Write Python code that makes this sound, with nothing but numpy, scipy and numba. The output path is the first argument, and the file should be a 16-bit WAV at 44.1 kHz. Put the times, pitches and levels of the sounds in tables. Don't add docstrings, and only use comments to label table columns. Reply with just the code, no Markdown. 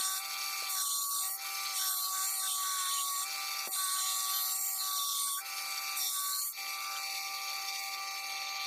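import sys
import numpy as np
from scipy import signal
from scipy.fft import rfft, irfft
from scipy.io import wavfile
from scipy.ndimage import uniform_filter1d, map_coordinates
from numba import njit

SR = 44100
rng = np.random.default_rng(int(sys.argv[2]) if len(sys.argv) > 2 else 0)


def wrap_up_sound(samples):
    columns = np.atleast_2d(samples).T
    tamed = np.clip(columns, -1, 1)
    steps = np.round(tamed * 32767).astype(np.int16)
    wavfile.write(sys.argv[1], SR, steps)


N = 381906
TIME = np.arange(N) / SR
FREQ = np.maximum(np.fft.rfftfreq(N, 1 / SR), 1)
IDLE_HZ, BALLS_PER_TURN = 48.96, 3.04


# start, end, attack and belt recovery time in seconds,
# then base levels of scrape, sizzle and ring in dB.
STROKES = [(-.1, 0.23, 0.061, 0.0071, -38, -42, -45.5), (0.684, 1.385, 0.017, 0.043, -38, -39.5, -44.5),
           (1.719, 3.266, 0.053, 0.0029, -37.5, -42, -44.5),
           (3.635, 5.426, 0.051, 0.04, -38.5, -41.5, -42.5),
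           (5.959, 6.535, 0.014, 0.043, -37.5, -40.5, -44.5)]

def strokes():
    contact = held = 0
    levels = []
    for start, end, attack, recover, *db in STROKES:
        contact += gate(start, end, attack, fall=0.039)
        held += gate(start, end + recover, rise=0.19, fall=0.022)
        levels += [(start, *db), (end, *db)]
    return contact, held, curves(levels)


# time in seconds, pitch in Hz.
RING_EDGE = [
    [(0, 3320), (.2, 3590)],
    [(.8, 3463), (.91, 3134), (1.09, 4200), (1.17, 3620), (1.24, 3680), (1.33, 4280)],
    [(1.75, 3212), (1.95, 3360), (2.05, 3920), (2.22, 3567), (2.34, 4070), (2.44, 3570), (2.51, 3070),
     (2.6, 3416), (2.9, 3373), (2.99, 2900), (3.12, 3928), (3.24, 3470)],
    [(3.72, 3348), (3.87, 3555), (4.05, 3054), (4.2, 3632), (4.38, 3251), (4.46, 3920), (4.77, 4200),
     (4.85, 3599), (4.95, 3784), (5.1, 3416), (5.22, 3590), (5.38, 3354)],
    [(5.98, 3520), (6.1, 3439), (6.3, 3666), (6.42, 4320), (6.49, 4460)],
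]

def grinding(edge_hz, slip_hz, lull_db, scrape_db, sizzle_db, ring_db):
    press_hz = slip_hz - 1.04
    octaves = np.log2(edge_hz / 3630)
    scrape_gain = undb(scrape_db - 4 * octaves + 0.81 * lull_db)
    sizzle_gain = undb(sizzle_db + 0.7 + 4 * octaves - np.maximum(press_hz, -0.6))
    ring_gain = undb(ring_db + 3 - 5 * octaves + 12 * np.minimum(press_hz, 0) + 10 * lull_db)
    chatter = undb(0.42 * walk(90) + walk(400))
    force = grit(spread_db=3) * chatter
    steel = scrape_gain * scrape(force) + sizzle_gain * sizzle(force, press_hz)
    steel += ring_gain * ring(edge_hz)
    return off_the_hands(steel, lag_s=0.000709, sway_s=0.00003, share=0.23)


# frequency in Hz, relative level in dB.
SCRAPE_EQ = [(1000, -28), (2500, -21), (3100, -6), (4400, -33), (5200, -30), (5800, 2.5), (6550, -14.5),
             (7100, 5.5), (7450, 4.5), (7900, 3), (8700, 1.5), (9500, 4.5), (10200, -1.5), (11500, -13),
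             (14000, -45)]
# pitch in Hz, width in Hz, relative level in dB.
HIGH_MODES = [(5560, 160, -3), (5820, 200, -2.5), (6860, 60, .5), (7410, 90, 1.5), (8320, 48, 1.5),
              (8530, 70, -6), (8810, 70, 2.5), (8970, 90, -4), (9180, 42, -4.5), (9580, 150, -4)]

def scrape(force):
    modes = unit(sum(undb(db + 3.2 * walk(7.6)) * resonate(grit(spread_db=5), hz, width)
                     for hz, width, db in HIGH_MODES))
    modes = varispeed(modes, 1 + 0.0015 * walk(2.95))
    return undb(-4.8) * colour(force, SCRAPE_EQ) + undb(-2.2) * modes


# frequency in Hz, relative level in dB.
SIZZLE_EQ = [(8500, -51), (10200, -6.5), (11000, 1), (11900, 5.5), (12700, 2), (13600, 0), (14600, 3.5),
             (16000, -10.5)]

def sizzle(force, press_hz):
    hiss = colour(force, SIZZLE_EQ)
    crest = bandpass(hiss, hz=12100 + 360 * press_hz, damping=1000 / 12100)
    return unit(hiss + (undb(2.5) - 1) * crest)


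# frequency in Hz, relative level in dB.
RING_EQ = [(2600, -0.5), (3300, -6), (3650, 1.5), (3950, -4), (4220, -3), (4700, -0.5), (5150, 5.5),
           (5400, -4), (5650, -6), (6100, 2), (6600, -4), (8000, -36)]
# pitch in Hz, width in Hz, relative level in dB.
BENDING_MODES = [(3660, 300, -15), (4230, 190, -11.5), (5770, 330, -13.5)]

def ring(edge_hz):
    steel = colour(grit(spread_db=4.5) * undb(0.72 * walk(80)), RING_EQ)
    bending = sum(undb(db + 3.2 * walk(4.3)) * resonate(grit(spread_db=1), hz, width, order=2)
                  for hz, width, db in BENDING_MODES)
    glide = (edge_hz / np.median(edge_hz)) ** 0.22
    steel += varispeed(bending, glide * (1 + 0.012 * walk(9)))
    for damping in (0.2, 0.55, 1.1, 1.7):
        steel = band_and_high(steel, 0.97 * edge_hz, damping)[1]
    return steel / np.sqrt(uniform_filter1d(steel ** 2, SR // 25))


# start and end in seconds, pitch and width in Hz, top level in dB.
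FLARES = [(0.0, 0.213, 5550, 500, -40), (0.702, 0.883, 5740, 300, -40), (0.856, 1.0, 6000, 250, -47),
          (.87, 1.017, 6780, 160, -47), (0.718, 1.36, 8870, 140, -46), (1.094, 1.187, 5830, 200, -47),
          (1.726, 1.94, 5540, 420, -39.5), (1.76, 2.1, 12800, 700, -41), (1.89, 2.12, 4150, 220, -43.5),
          (2.44, 2.6, 8700, 700, -40), (2.582, 3.243, 3850, 700, -45.5), (2.7, 3.24, 8750, 180, -51),
          (2.884, 3.08, 6810, 140, -43), (2.942, 3.032, 2980, 200, -46), (3.722, 3.91, 8290, 150, -40),
          (4.267, 4.536, 12000, 1000, -37.5), (4.299, 4.493, 4180, 130, -40.5),
          (4.39, 4.808, 7500, 280, -40.5), (4.52, 4.85, 11800, 600, -43), (4.58, 4.76, 14500, 900, -41),
          (4.788, 4.84, 4200, 300, -40), (4.82, 5.2, 4020, 600, -47.5), (4.86, 5.204, 5670, 320, -43),
          (5.102, 5.43, 8980, 300, -39.5), (5.24, 5.417, 3430, 300, -43.5), (5.937, 6.14, 5600, 420, -39),
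          (5.94, 6.143, 11600, 700, -43), (6.298, 6.4, 4140, 500, -39.5), (6.384, 6.49, 4530, 400, -55)]

def flares():
    out = np.zeros(N)
    for start, end, hz, width, db in FLARES:
        fade = (end - start) / 3
        mode = resonate(grit(spread_db=1.5), hz, width, order=2)
        out += undb(db) * gate(start, end, fade, fade) * mode
    return out


# time in seconds, pitch in Hz.
WHINE_PITCH = [
    [(0.0, 1140), (0.155, 1145), (0.19, 1152), (0.208, 1175)],
    [(0.66, 1175), (0.735, 1153), (0.755, 1141), (0.875, 1133), (1.115, 1132), (1.28, 1143), (1.39, 1175)],
    [(1.7, 1175), (1.795, 1145), (1.88, 1138), (2.18, 1137), (2.315, 1163), (2.38, 1148), (2.745, 1128),
     (2.855, 1110), (2.95, 1126), (3.18, 1128), (3.232, 1137), (3.258, 1175)],
    [(3.64, 1175), (3.68, 1157), (3.89, 1124), (4.06, 1142), (4.46, 1142), (4.645, 1154), (5.265, 1128),
     (5.325, 1118), (5.365, 1127), (5.395, 1148), (5.41, 1175), (5.42, 1175)],
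    [(5.96, 1175), (6.015, 1148), (6.035, 1154), (6.17, 1138), (6.385, 1141), (6.53, 1175)],
]
WHINE_ORDER = 24

def motor_slip():
    return sum(np.interp(TIME, s, IDLE_HZ - hz / WHINE_ORDER, left=0, right=0)
               for s, hz in map(np.transpose, WHINE_PITCH))


# shaft speed in Hz (this column is sorted on its own before use),
# then base levels of order 16, order 48 and the bearing buzz in dB.
HOUSING = [(45.4, -60, -62, -46), (47, -62, -58.5, -57.5), (47.26, -58.5, -86, -51.5),
           (47.62, -56, -64, -57), (47.5, -56, -74, -52.5), (47.97, -54, -55.5, -62),
           (48.3, -56.5, -56.5, -54), (48.84, -53.5, -48, -51.5)]
# time in seconds, change of order 16 in dB, change of the buzz in dB.
IDLE_WAVER = [(6.6, 0.5, -9), (6.85, -2, 1), (6.98, 1.5, 3), (7.07, 4.5, -11.5), (7.4, 3.5, -8),
              (7.62, 3.5, -3), (7.82, 4.5, -17), (7.96, 4.5, -7), (8.26, 2.5, -9), (8.6, 0, -8)]

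def housing(shaft_hz):
    speeds, *response = np.transpose(HOUSING)
    db16, db48, buzz_db = (np.interp(shaft_hz, np.sort(speeds), db) for db in response)
    fade_in = np.clip((TIME - IDLE_WAVER[0][0]) / 0.1 + 1, 0, 1)
    waver16, waver_buzz = curves(IDLE_WAVER)
    return db16 + fade_in * waver16, db48, buzz_db + fade_in * waver_buzz


# time in seconds, level in dB.
WHINE_LEVEL = [
    [(0, -43.5), (.13, -43), (.2, -51), (.45, -47.5), (.72, -47)],
    [(.79, -42.5), (.95, -45.5), (1.1, -42), (1.27, -47), (1.35, -56), (1.4, -71), (1.45, -49.5),
     (1.65, -45.5)],
    [(1.78, -48.5), (1.87, -43), (1.97, -47), (2.08, -41.5), (2.21, -40.5), (2.26, -48.5), (2.37, -53.5),
     (2.44, -43), (2.51, -49), (2.6, -40), (3.22, -40.5), (3.31, -60), (3.38, -47), (3.65, -47.5)],
    [(3.73, -57), (3.79, -40), (4.12, -43.5), (4.3, -42), (4.7, -56.5), (4.8, -52.5), (4.86, -42),
     (4.98, -40.5), (5.18, -44.5), (5.38, -42.5), (5.44, -68), (5.52, -50.5), (5.95, -47)],
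    [(6.07, -56.5), (6.18, -42), (6.3, -42.5), (6.47, -54.5), (6.55, -67)],
    [(6.58, -59), (6.63, -50.5), (6.9, -42.5), (7.0, -48), (7.08, -54), (7.3, -47), (7.55, -47.5),
     (7.82, -53), (8.0, -45), (8.27, -52), (8.6, -46)],
]
# order, level in dB relative to order 48.
OVERTONES = [(38, -21), (53, -17), (56, -14), (72, -23), (80, -11), (88, -15), (96, -9)]

def motor(turns, slip_hz, lull_db, lows_db, mids_db):
    db16, db48, buzz_db = housing(IDLE_HZ - slip_hz)
    db16 += 1.4 * lows_db
    db48 += 1.6 * mids_db + 1.3 * lull_db
    buzz_db += 0.58 * lull_db + 0.42 * lows_db
    db40 = -63 + 3.5 * slip_hz + 8.1 * np.minimum(mids_db, 0) + 0.48 * lows_db
    whine = tone(turns, 24.016, joined_curve(WHINE_LEVEL), waver_db=0.75)
    whine += tone(turns, 40, db40, waver_db=1.8) + tone(turns, 48, db48, waver_db=1.5)
    whine += sum(tone(turns, order, db48 + db) for order, db in OVERTONES)
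    hum = tone(turns, 16, db16, waver_db=1)
    hum += tone(turns, 11, db16 - 23.5) + tone(turns, 8, db16 / 2 - 49)
    return whine + hum + bearing(turns, db48, buzz_db)


# motor order, offset in ball rates, level in dB relative to order 48.
SIDEBANDS = [(48, -2, -20.5), (48, -1, -7.5), (48, 1, -14), (48, 2, -10.5), (96, -2, -14), (96, -1, -8)]

def bearing(turns, db48, buzz_db):
    buzz = sum(tone(turns, order + balls * BALLS_PER_TURN, db48 + db) for order, balls, db in SIDEBANDS)
    buzz += tone(turns, WHINE_ORDER + BALLS_PER_TURN, buzz_db - 3, waver_db=0)
    buzz += tone(turns, WHINE_ORDER + 2 * BALLS_PER_TURN, buzz_db - 11.5)
    pulses = rng.standard_normal(N) * ball_beats(turns, depth=0.47)
    return buzz + undb(buzz_db - 3.5) * resonate(pulses, hz=1300, width=580, order=2)


def ball_beats(turns, depth):
    return 1 + depth * np.cos(2 * np.pi * BALLS_PER_TURN * turns)


# start and end in seconds, level in dB.
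SINGS = [(-.1, 0.204, -48.5), (0.745, 0.829, -48), (1.784, 1.955, -48), (2.126, 2.28, -50),
         (2.418, 2.486, -46.5), (2.623, 2.904, -47.5), (3.747, 4.02, -49), (4.31, 4.412, -54),
         (4.797, 5.004, -58), (5.253, 5.306, -52), (5.366, 5.413, -45), (6.133, 6.41, -53)]

def singing(turns):
    swell = sum(undb(db) * gate(start, end, rise=0.019, fall=0.019) for start, end, db in SINGS)
    rasp = undb(-6.5) * resonate(grit(spread_db=5), hz=1500, width=480, order=2)
    return swell * (np.sin(2 * np.pi * 32 * turns) + rasp)


# frequency in Hz, relative level in dB.
RUSH_EQ = [(30, 7), (80, -17), (120, -26), (190, -12.5), (290, -4), (460, -8), (600, 4.5), (900, 7),
           (1150, 8), (1500, -44), (1900, -38)]
# pitch in Hz, width in Hz.
JANGLES = [(3200, 350), (3600, 350), (4050, 380), (5550, 550)]
WHEEL_LAGS_S = (0.0204, 0.0536)

def belt(turns, held, lows_db, mids_db):
    bumps = grit(spread_db=1.5)
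    for lag in WHEEL_LAGS_S:
        step = int(lag * SR)
        bumps = bumps + 0.5 * np.roll(bumps, step) + 0.022 * np.roll(bumps, 2 * step)
    bumps = bumps[(turns / IDLE_HZ * SR).astype(int) % N]
    rush = undb(-58.5 - 2.5 * held + 0.57 * lows_db) * colour(bumps, RUSH_EQ)
    flap_db = 0.75 * (walk(25) + walk(110) / 2)
    treble = rattle(bumps, turns, held, mids_db, flap_db) + belt_hiss(held, flap_db)
    treble += sum(bell(treble, hz, width, 3.2 * (walk(40) - 0.5)) for hz, width in JANGLES)
    return rush + off_the_hands(treble, lag_s=0.000898, sway_s=0.00002, share=0.39)


# frequency in Hz, relative level in dB.
RATTLE_EQ = [(1000, -39), (1600, -9.5), (1900, 3.5), (2300, 3), (2700, 9), (3050, -1.5), (3500, 5),
             (3750, 9), (4200, 5.5), (4550, 12.5), (5100, -6), (5600, 3), (6500, 6), (7600, -28)]
# centre in Hz, width in Hz.
RATTLE_BELLS = [(3400, 1100), (4150, 320)]
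# time in seconds, gain of the lower and of the upper band in dB.
RATTLE_RIDES = [(0, 0.5, 0), (3.5, -1, 2), (5.5, -4.5, -5), (6.95, -1, 1), (7.1, -15, 4.5), (7.4, -1, 0),
                (7.7, -5, -4), (8.2, -6.5, -2), (8.6, 3, 5)]

def rattle(bumps, turns, held, mids_db, flap_db):
    beating = bumps * ball_beats(turns, depth=0.23)
    clatter = undb(-42 - 4.5 * held + mids_db) * colour(beating, RATTLE_EQ)
    clatter += (undb(flap_db) - 1) * bandpass(clatter, hz=3200, damping=3.7)
    whirr = bandpass(clatter, hz=2490, damping=0.092)
    clatter -= 0.93 * held * whirr
    for (hz, width), db in zip(RATTLE_BELLS, curves(RATTLE_RIDES)):
        clatter += bell(clatter, hz, width, db)
    return clatter


# frequency in Hz, relative level in dB.
HISS_EQ = [(3000, -16.5), (4500, 12.5), (6500, 7), (7600, 7), (8600, 2.5), (9400, 5), (10300, 1.5),
           (11500, 7), (12600, 7.5), (13600, -6), (14800, 3), (16000, -2.5)]
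# pitch in Hz, width in Hz, boost in dB.
HISS_PEAKS = [(6560, 250, 0), (8540, 230, 4), (9450, 310, 5), (10700, 400, 2.5), (12650, 770, 4),
              (14700, 400, 5.5)]
# time in seconds, base level in dB.
HISS_LEVEL = [(0, -42), (3.6, -42), (5.6, -43), (6.9, -45.5), (7.9, -46.5), (8.4, -50)]

def belt_hiss(held, flap_db):
    hiss = colour(grit(spread_db=4), HISS_EQ)
    hiss += sum(bell(hiss, hz, width, db) for hz, width, db in HISS_PEAKS)
    free_db = curves(HISS_LEVEL)[0] + 1.5
    return undb(free_db - 5 * held + flap_db) * unit(hiss)


# start in seconds, unfiltered level in dB, pitch in Hz, T60 in seconds.
KNOCKS = [(.622, -46, 474, 0.04), (0.625, -39, 601, 0.018), (3.6745, -24.5, 513, 0.0039),
          (3.679, -48, 260, .03), (3.684, -49, 700, .012), (3.69, -40, 400, .012), (6.482, -30, 4180, .03),
          (6.962, -36, 3100, .03), (6.966, -33, 3450, .025)]

def knocks():
    out = np.zeros(N)
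    for start, db, hz, t60 in KNOCKS:
        age = np.maximum(TIME - start, 0)
        out += undb(db - 60 * age / t60) * (age > 0) * np.cos(2 * np.pi * hz * age)
    return uniform_filter1d(low_cut(out, hz=150), size=6)


# start, end and return time in seconds, base change of lows and mids in dB.
DIPS = [(0.778, 1.234, 0.046, -5, -10), (0.843, 1.186, 0.083, -5.5, 1.5), (1.867, 2.163, 0.11, -1.5, -6.5),
        (2.47, 2.602, .066, -3, -7), (2.608, 2.997, 0.074, -3.5, 1), (2.976, 3.128, 0.071, -0.5, -3),
        (3.723, 3.98, .066, -3.5, 0), (3.951, 4.361, .066, -0.5, 2.5), (4.45, 4.9, 0.059, -1.5, -0.4),
        (4.865, 5.183, 0.1, -2, -4), (5.028, 5.417, 0.02, -12, -3), (6.055, 6.582, .018, -12, -0.5),
        (6.05, 6.237, .066, 3, -1), (6.282, 6.55, .02, -2, -2), (6.864, 6.987, .066, 2.5, -3),
        (8.27, 8.8, .066, 2.5, 0.64)]

def dips():
    return sum(np.outer(db, gate(start, end, rise=0.055, fall=back)) for start, end, back, *db in DIPS)


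# centre and half length in seconds, base change in dB of motor and of belt and blade.
LULLS = [(0.26, 0.058, -2, -1.5), (1.351, 0.055, -11.5, -3.5), (3.696, 0.02, -17, -11),
         (4.673, 0.11, -0.5, -1.5), (5.393, 0.083, -5, -2), (6.506, 0.048, -10.5, -2.5)]

def lulls():
    return sum(np.outer(db, np.exp(-((TIME - centre) / half) ** 2)) for centre, half, *db in LULLS)


# centre in Hz, width in Hz.
PATCHES = [(2700, 360), (3400, 1500), (4200, 260), (5300, 2000), (6500, 630), (8200, 1200), (10500, 1000)]
# centre in Hz, width in Hz.
SWISHES = [(6400, 300), (7300, 400), (7900, 400), (8600, 450), (9400, 450), (10300, 600), (11300, 600),
           (12000, 500), (12700, 550), (13700, 700), (14700, 700)]

def shimmer(x):
    x = x + sum(bell(x, hz, width, 1.5 * walk(15)) for hz, width in PATCHES)
    for hz, width in SWISHES:
        x += bell(x, hz, width, 2.2 * (walk(3.5) - 0.24))
    return x


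def hollows(x, edge_hz, contact):
    below_hz = 0.881 * edge_hz * (1 + 0.039 * walk(36))
    above_hz = 5120 * (edge_hz / 3500) ** 0.14 * (1 + 0.039 * walk(5.3))
    x = x - contact * bandpass(x, below_hz, damping=0.15)
    return x - contact * bandpass(x, above_hz, damping=0.092)


def off_the_hands(x, lag_s, sway_s, share):
    delay_s = lag_s + sway_s * (walk(1.3) + walk(13) / 2)
    echo = map_coordinates(x, [(TIME - delay_s) * SR], mode="nearest")
    return (x + share * echo) / np.sqrt(1 + share ** 2)


def workshop(x, wet_db, t60):
    age = TIME[:SR // 3]
    tail = rng.standard_normal(len(age)) * undb(-60 * age / t60) * (age > 0.002)
    echoes = signal.fftconvolve(x, tail / np.linalg.norm(tail))[:N]
    return (x + undb(wet_db) * high_cut(echoes, hz=5500)) / np.sqrt(1 + undb(2 * wet_db))


# frequency in Hz, noise density in dB per Hz.
SUPPRESS_BELOW = [(100, -122), (400, -108), (1000, -102), (1500, -93.5), (2300, -93), (3100, -90),
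                  (3800, -91.5), (5200, -90), (7500, -96), (10000, -98), (15000, -100)]

def suppress(x, floor_db=-16, steepness=2.2, frame=1024):
    framing = dict(fs=SR, nperseg=frame, noverlap=frame * 3 // 4)
    hz, _, spectra = signal.stft(x, **framing)
    power = uniform_filter1d(np.abs(spectra) ** 2, size=7, axis=-2)
    power = uniform_filter1d(power, size=3, axis=-1)
    density = np.maximum(power, 1e-20) * frame / (1.5 * SR)
    threshold = eq_gain(hz + 1, SUPPRESS_BELOW)[:, None] ** 2
    opening = 1 / (1 + (threshold / density) ** steepness)
    gain = undb(floor_db) + (1 - undb(floor_db)) * opening
    return signal.istft(spectra * gain, **framing)[1][..., :N]


def grit(spread_db):
    return unit(rng.standard_normal(N) * undb(spread_db * rng.standard_normal(N)))


def tone(turns, order, db, waver_db=2.2):
    peak = np.sqrt(2) * undb(db + waver_db * walk(21.5))
    return peak * np.sin(2 * np.pi * (order * turns + rng.random()))


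def undb(db):
    return 10 ** (np.asarray(db) / 20)


def unit(x):
    return x / np.sqrt(np.mean(x ** 2))


def curves(rows):
    times, *columns = np.transpose(rows)
    return [np.interp(TIME, times, column) for column in columns]


def joined_curve(stretches):
    return curves([point for stretch in stretches for point in stretch])[0]


def gate(start, end, rise, fall):
    return np.clip(np.minimum((TIME - start) / rise, (end - TIME) / fall), 0, 1)


def walk(rate):
    return unit(high_cut(rng.standard_normal(N), rate))


def varispeed(x, speed):
    return map_coordinates(x, [np.cumsum(speed)], mode="mirror")


def high_cut(x, hz):
    return irfft(rfft(x) / (1 + (FREQ / hz) ** 4), N)


def low_cut(x, hz):
    return signal.sosfilt(signal.butter(2, hz, "highpass", fs=SR, output="sos"), x)


def eq_gain(hz, points):
    points_hz, db = np.transpose(points)
    return undb(np.interp(np.log(hz), np.log(points_hz), db))


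def colour(x, points):
    return unit(irfft(rfft(x) * eq_gain(FREQ, points), N))


def resonate(x, hz, width, order=1):
    detuning = (FREQ / hz - hz / FREQ) * hz / width
    return unit(irfft(rfft(x) / (1 + 1j * detuning) ** order, N))


def bell(x, hz, width, db):
    return (undb(db) - 1) * bandpass(x, hz, width / hz)


def bandpass(x, hz, damping):
    return band_and_high(x, hz * np.ones(N), damping)[0]


@njit
def band_and_high(x, hz, damping):
    y, band, low = np.empty((2, len(x))), 0., 0.
    for i in range(len(x)):
        g = np.tan(np.pi * hz[i] / SR)
        v = (band + g * (x[i] - low)) / (1 + g * (g + damping))
        y[0, i] = damping * v
        y[1, i] = x[i] - damping * v - low - g * v
        band, low = 2 * v - band, low + 2 * g * v
    return y


def scene():
    contact, held, stroke_db = strokes()
    lows_db, mids_db = dips()
    motor_lull_db, lull_db = lulls()
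    edge_hz = joined_curve(RING_EDGE)
    slip_hz = motor_slip()
    shaft_hz = (IDLE_HZ - slip_hz) * (1 + 0.00033 * walk(22))
    turns = np.cumsum(shaft_hz) / SR
    blade = contact * (grinding(edge_hz, slip_hz, lull_db, *stroke_db) + flares())
    running_belt = undb(lull_db) * belt(turns, held, lows_db, mids_db)
    noise = workshop(shimmer(blade + running_belt) + knocks(), wet_db=-8, t60=0.06)
    noise = hollows(noise, edge_hz, contact)
    sound = noise + motor(turns, slip_hz, motor_lull_db, lows_db, mids_db) + singing(turns)
    return np.array([sound, sound])


def record(dry):
    top_cut = signal.ellip(12, 0.1, 80, 15500, fs=SR, output="sos")
    return signal.sosfilt(top_cut, suppress(low_cut(dry, hz=150)))


dry = scene()
out = record(dry)
wrap_up_sound(out)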